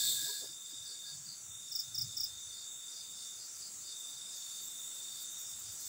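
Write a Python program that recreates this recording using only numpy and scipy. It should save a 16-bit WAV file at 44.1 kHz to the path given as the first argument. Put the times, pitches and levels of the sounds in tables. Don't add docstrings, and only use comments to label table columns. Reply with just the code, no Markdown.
import sys
import numpy as np
from scipy import signal
from scipy.fft import rfft, irfft
from scipy.io import wavfile
from scipy.ndimage import uniform_filter1d

SR = 44100
rng = np.random.default_rng(int(sys.argv[2]) if len(sys.argv) > 2 else 0)


def gain_from_db(level_db):
    decades = np.asarray(level_db, float) / 20
    return 10 ** decades


def wav_out(sig):
    wavfile.write(sys.argv[1], SR, np.round(np.clip(np.atleast_2d(sig).T, -1, 1) * 32767).astype(np.int16))


N = 259704

# t/s, chorus level/dB, grip [0 open - 1 closed]
SUPPRESSOR = [(0, -31.5, 0.25), (.1, -30.5, 0), (.2, -35, 0.3), (.3, -37, 0.21), (.4, -41.5, 0.5),
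              (.5, -48, 0.89), (1.4, -48.5, 0.99), (2.2, -48, .98), (4.2, -46.5, 1), (4.85, -43.5, 0.77),
              (5.4, -45.5, 0.99), (5.9, -43.5, 0.78)]


def evened(x):
    return x / np.sqrt(np.mean(x ** 2) + 1e-20)


def read(points, hz):
    f, value = np.transpose(points)
    return np.interp(np.log(hz + 1), np.log(f + 1), value)


def follow(rows, t):
    s, *columns = np.transpose(rows)
    return [np.interp(t, s, c) for c in columns]


def add(mix, s, sound):
    part = mix[round(max(s, 0) * SR):][:len(sound)]
    part += sound[:len(part)]


def resonate(x, hz, width):
    turn = np.exp(2j * np.pi * np.cumsum(hz * np.ones(len(x))) / SR)
    r = np.exp(-np.pi * width / SR)
    return 2 * (turn * signal.lfilter([1 - r], [1, -r], x / turn)).real


def trim(x, edges_hz):
    return signal.sosfilt(signal.butter(3, edges_hz, "bandpass", fs=SR, output="sos"), x)


def phrases(rows, rise_db_per_s, fall_db_per_s):
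    t = np.arange(N) / SR
    start, end, db = np.array(rows).T[:3, :, None]
    return db - rise_db_per_s * np.maximum(start - t, 0) - fall_db_per_s * np.maximum(t - end, 0)


def lift_db():
    settled_db, share = -44, 0.83
    chorus_db = follow(SUPPRESSOR, np.arange(N) / SR)[0]
    return share * np.maximum(chorus_db - settled_db, 0)


def wood(x, t60, gap_s, direct_db):
    t = np.arange(SR // 2) / SR
    hits = rng.random(len(t)) < 1500 / SR
    taps = rng.choice([-1., 1.], len(t)) * hits * gain_from_db(-60 * t / t60) * (t > gap_s)
    taps = taps / np.linalg.norm(taps)
    taps[0] = gain_from_db(direct_db)
    return signal.fftconvolve(x, taps / np.linalg.norm(taps))[:N]


def stroke(top_hz, fall, length, second_db, third_db, third_fade_db):
    u = np.arange(round(length * SR)) / (length * SR)
    turn = 2 * np.pi * np.cumsum(top_hz * (1 - fall * u ** 0.763)) / SR
    second = gain_from_db(second_db) * np.sin(2 * turn)
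    third = gain_from_db(third_db - third_fade_db * u ** 3) * np.sin(3 * turn)
    edges = np.minimum(u / .15, 1) * np.minimum((1 - u) / .12, 1)
    return (np.sin(turn) + second + third) * edges * gain_from_db(-9. * u)


def chorus():
    # f/Hz, level/dB per Hz
    open_colour = [(30, -41), (140, -32), (240, -30.5), (700, -40), (1400, -35), (2900, -33.5),
                   (4300, -3.5), (5300, -16.5), (6600, -18), (7800, -4), (9300, -22.5), (12500, -19),
                   (14800, -14.5), (15800, -12.5)]
    # f/Hz, level/dB per Hz
    hushed_colour = [(30, -59), (80, -20.5), (300, -23.5), (600, -26.5), (1150, -26), (1380, -20), (1620, -26),
                     (2200, -26.5),
                     (3200, -25.5), (3700, -19.5), (4150, -24.5), (4600, -14), (5150, -16.5), (5800, -11.5),
                     (7500, -4), (8400, -12), (9200, -17.5), (11000, -21.5), (11700, -29.5), (13200, -29.5),
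                     (14600, -22), (15750, -17)]
    # f/Hz, share [0-1]
    middle = [(3800, 0), (4100, 0.86), (5300, 0.9), (5700, 0.01)]
    # t/s, level change/dB, half length/s
    tides = [(.15, -5, 0.085), (0.405, 7, 0.034), (.62, -5, .08), (1.48, -9.5, .17), (2.15, 6, 0.1754),
             (2.75, -8.5, 0.1), (3.195, 1.5, 0.17), (3.773, -4, 0.022), (4.32, 3.5, 0.16),
             (4.815, -8.5, .15), (5.332, -2, .1), (5.764, -7.5, 0.034)]
    # f/Hz, depth/dB
    patchy = [(100, 2.1), (1000, .8), (3000, .8), (4200, 3.6), (5600, 3.4),
              (7500, 1.4), (9400, 3.6), (11400, 4.2), (13000, 2.6)]
    frames, hz = N // 128 + 5, np.fft.rfftfreq(512, 1 / SR)
    t = np.arange(frames) * 128 / SR
    grip = np.clip(follow(SUPPRESSOR, t)[1], 0, 1)
    middle_db = sum(db * np.exp(-((t - s) / half) ** 2) for s, db, half in tides)
    middle_db = np.clip(read(middle, hz), 0, 1)[:, None] * middle_db

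    real, imaginary, patches = rng.standard_normal((3, 257, frames))
    patches = evened(uniform_filter1d(uniform_filter1d(patches, 3, 0), 34, 1))
    patches = 1.2 * np.where(patches < 0, 1.3 * patches, .8 * patches)
    flicker = evened(uniform_filter1d(rng.standard_normal(frames), 7))
    patches = np.where(hz[:, None] > 11800, .5 * patches + 0.53 * flicker, patches)

    colours = [read(c, hz)[:, None] for c in (open_colour, hushed_colour)]
    open_db, closed_db = [c - 10 * np.log10(np.mean(gain_from_db(2 * c))) for c in colours]
    closed_db = closed_db + read(patchy, hz)[:, None] * patches
    z = (real + 1j * imaginary) * gain_from_db((1 - grip) * open_db + grip * closed_db + middle_db)
    hiss = evened(signal.istft(z, nperseg=512, noverlap=384)[1][:N])
    return hiss * gain_from_db(follow(SUPPRESSOR, np.arange(N) / SR)[0])


def tree_cricket():
    # start t/s, end t/s, level/dB
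    trills = [
        (-.1, 1.118, -52),
        (0.087, 0.094, -45.5),
        (1.232, 1.397, -68),
        (1.53, 3.343, -53),
        (1.594, 1.635, -53),
        (3.4, 3.6, -66.5),
        (3.89, 5.54, -52.5),
        (5.648, 5.717, -59),
        (5.842, 5.87, -59),
    ]
    tire_db, wander_hz, wander_db = 0.5, 10., 1.1
    lift = lift_db()
    tiring_db = [np.interp(np.arange(N) / SR, row[:2], [0, -tire_db]) for row in trills]
    level_db = (phrases(trills, rise_db_per_s=253.5, fall_db_per_s=170.) + tiring_db).max(0) + lift
    wobble, breath, upper, low, *slow = rng.standard_normal((6, N))
    sway, drift = (evened(uniform_filter1d(uniform_filter1d(c, 2500), 2500)) for c in slow)
    hz = 3633 + wander_hz * drift
    level_db = level_db + wander_db * sway

    neighbour = evened(resonate(resonate(low, 3450, 200.0), 3450, 200.0))
    neighbour = gain_from_db(-82. + 2.85 * lift) * neighbour

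    beats = np.cumsum(23.9 * (1 + .03 * evened(uniform_filter1d(wobble, 3000)))) / SR
    turn = 2 * np.pi * beats
    throb = 1 + .27 * np.cos(turn) + .17 * np.cos(2 * turn) + .12 * np.cos(4 * turn)
    whistle = resonate(resonate(resonate(breath, hz, 225.), hz, 225.), hz, 280.0)
    power = uniform_filter1d(uniform_filter1d(whistle ** 2, 500), 500)
    whistle = evened(whistle / power ** .44)
    overtone = evened(resonate(resonate(upper, 3 * hz, 300.), 3 * hz, 300.))
    song = trim(throb * whistle, [3430, 3860]) + gain_from_db(-19.5) * throb * overtone
    return neighbour + gain_from_db(level_db) * evened(song)


def low_caller():
    # start t/s, end t/s, level/dB
    calls = [
        (-.05, .05, -67),
        (.2, .39, -61.5),
        (.45, .47, -67),
        (.7, .72, -73),
        (.85, .95, -70.5),
        (1.065, 1.1, -65.5),
        (1.2, 1.3, -77),
    ]
    hz = 1652
    level_db = phrases(calls, rise_db_per_s=241, fall_db_per_s=241).max(0) + lift_db()
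    whistle = resonate(resonate(rng.standard_normal(N), hz, 72.0), hz, 74.0)
    whistle = whistle / uniform_filter1d(whistle ** 2, 1500) ** .35
    return gain_from_db(level_db) * evened(whistle)


def breeze():
    # start t/s, end t/s, level/dB, centre f/Hz
    gusts = [(-.05, 0.233, -60.5, 134), (.4, 0.504, -67, 131), (.8, .84, -62.5, 124),
             (1.154, 1.31, -61, 154), (1.5, 1.523, -56.5, 97), (1.57, 1.623, -64, 144),
             (1.88, 1.96, -60, 123.5), (2.004, 2.07, -49, 129.7), (2.184, 2.345, -59, 92.72),
             (2.5, 2.515, -59.5, 90), (3.38, 3.422, -71, 118), (3.555, 3.568, -70, 99),
             (3.785, 3.795, -67, 99.8), (3.977, 4.006, -75, 150), (4.167, 4.197, -71, 137),
             (5.13, 5.16, -69, 133), (5.544, 5.572, -61, 106), (5.671, 5.7, -56, 86), (5.88, 5.9, -64, 93)]
    lull_db, shove_db, shove_hz = -80, -10, 51.6
    level_db = phrases(gusts, rise_db_per_s=211, fall_db_per_s=228).max(0)
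    level_db = np.maximum(level_db, lull_db)
    centres = [((start + end) / 2, f) for start, end, _, f in gusts]
    hz = 0.93 * follow(centres, np.arange(N) / SR)[0]
    puffs, shove = (evened(resonate(resonate(rng.standard_normal(N), f, 47.0), f, 46.0))
                    for f in (hz, shove_hz))
    return gain_from_db(level_db - 4.0) * (puffs + gain_from_db(shove_db) * shove)


def hand():
    # t/s, level/dB, f/Hz, width/Hz, length/s
    creaks = [
        (0, -69.5, 417, 150, 0.2),
        (0.196, -67.5, 310, 80, .06),
        (0.244, -67.5, 682, 80, 0.046),
        (0.26, -65.5, 424, 60, 0.095),
        (0.261, -68, 965, 80, 0.078),
        (0.397, -62, 437, 300, 0.087),
        (0.479, -71, 310, 60, 0.052),
        (0.714, -68, 250, 150, 0.044),
        (0.867, -73.5, 400, 200, 0.084),
    ]
    out, rub = np.zeros(N), rng.standard_normal((len(creaks), SR // 2))
    for noise, (s, db, hz, width, length) in zip(rub, creaks):
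        ring = resonate(resonate(noise, hz, width), hz, width)
        ring = ring[2000:][:round(length * SR)]
        add(out, s, gain_from_db(db + 5.0) * evened(ring) * np.hanning(len(ring)))
    return out


def far_cricket():
    # t/s, level/dB, top f/Hz
    chirps = [(0.022, -55, 4800), (.21, -45.5, 5160), (.4, -46.5, 5240), (0.641, -53.5, 5130),
              (0.849, -43, 4905), (1.035, -42.5, 4880), (1.256, -43.5, 4800), (2.521, -50.5, 4840),
              (2.924, -46, 4980), (3.15, -46, 5020), (3.36, -49, 5010), (3.58, -48, 4980),
              (3.84, -46, 5030), (5.69, -58.5, 4900)]
    out = np.zeros(N)
    leaves = evened(uniform_filter1d(uniform_filter1d(rng.standard_normal(N), 60), 40))
    for s, db, hz in chirps:
        per_s = 28. + 1.6 * (db + 48.5)
        rough = np.clip(.85 - 0.1 * (db + 46.5), 0, 1)
        wing = stroke(1.02 * hz, fall=.135, length=.03, second_db=-34, third_db=-26, third_fade_db=10)
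        for k, swell_db in enumerate([15.0 * rough - 17., 3.2, 5.6, 4.0], start=-1):
            at = max(s + k / per_s, 0)
            flutter = 1 - rough + rough * leaves[round(at * SR):][:len(wing)]
            add(out, at, gain_from_db(db + swell_db) * wing * flutter)
    return wood(trim(out, [4230, 5350]), t60=.27, gap_s=.002, direct_db=-6.)


def katydid():
    # t/s, peak level/dB
    rasps = [(0.5994, -57), (1.2266, -59), (2.04, -55), (2.29, -53), (2.564, -58), (2.8794, -58),
             (3.0465, -55), (3.0894, -52), (3.2094, -62), (3.4394, -57), (3.5594, -49), (3.9794, -48),
             (4.35, -45), (4.3894, -51.5), (4.537, -46), (4.6019, -44), (4.6364, -43), (4.6894, -45),
             (4.78, -51), (5.145, -47), (5.194, -39), (5.2979, -43), (5.38, -41), (5.41, -48), (5.48, -43),
             (5.5787, -43), (5.707, -44), (5.7894, -41), (5.8376, -40)]
    # f/Hz, level/dB per Hz
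    scratch_colour = [(11200, -21), (11900, -3), (13500, -1), (15000, 4), (15800, -7)]
    hz = np.fft.rfftfreq(N, 1 / SR)
    noise = rng.standard_normal(N)
    scratch = evened(irfft(rfft(noise) * gain_from_db(read(scratch_colour, hz)), N))
    swell = np.zeros(N)
    for s, db in rasps:
        add(swell, s - .012, gain_from_db(db - 9.) * signal.windows.tukey(round(.055 * SR), 1))
    slant = np.exp(-1j * np.pi * 5e-6 * (hz - 12000) ** 2)
    return wood(irfft(rfft(scratch * swell) * slant, N), t60=0.082, gap_s=.003, direct_db=5.0)


def near_cricket():
    # t/s, peak level/dB
    strokes = [
        (1.716, -36),
        (1.751, -30),
        (1.7902, -30.5),
        (1.9454, -34.5),
        (1.978, -30),
        (2.0108, -30),
        (2.1683, -32),
        (2.2, -30),
        (2.2332, -29.5),
    ]
    out = np.zeros(N)
    opening = stroke(5780, fall=0.068, length=0.0072, second_db=-34, third_db=-30, third_fade_db=3)
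    add(out, 1.684, gain_from_db(-41.0) * opening)
    wing = stroke(5850, fall=.2, length=.019, second_db=-26, third_db=1.5, third_fade_db=24)
    echo = stroke(5850, fall=.2, length=.019, second_db=-30, third_db=-7, third_fade_db=24)
    for s, db in strokes:
        add(out, s - .001, gain_from_db(db + 1.5) * wing)
        add(out, s + .0038, gain_from_db(db - 3.) * echo)
    return wood(out, t60=.15, gap_s=.005, direct_db=8.)


def scene():
    no_bass = signal.butter(3, 62., "highpass", fs=SR, output="sos")
    singers = signal.sosfilt(no_bass, chorus()) + tree_cricket() + low_caller()
    singers = singers + far_cricket() + katydid() + near_cricket()
    return (singers + breeze() + hand())[None]


def low_pass(x):
    return signal.sosfilt(signal.butter(12, 17000, fs=SR, output="sos"), x)


def record(dry):
    low_cut = signal.butter(2, 70., "highpass", fs=SR, output="sos")
    edge = signal.firwin(801, 15740, window=("kaiser", 10), fs=SR)
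    limited = signal.oaconvolve(signal.sosfilt(low_cut, dry), edge[None], "same")
    return low_pass(limited)


dry = scene()
out = record(dry)
wav_out(out)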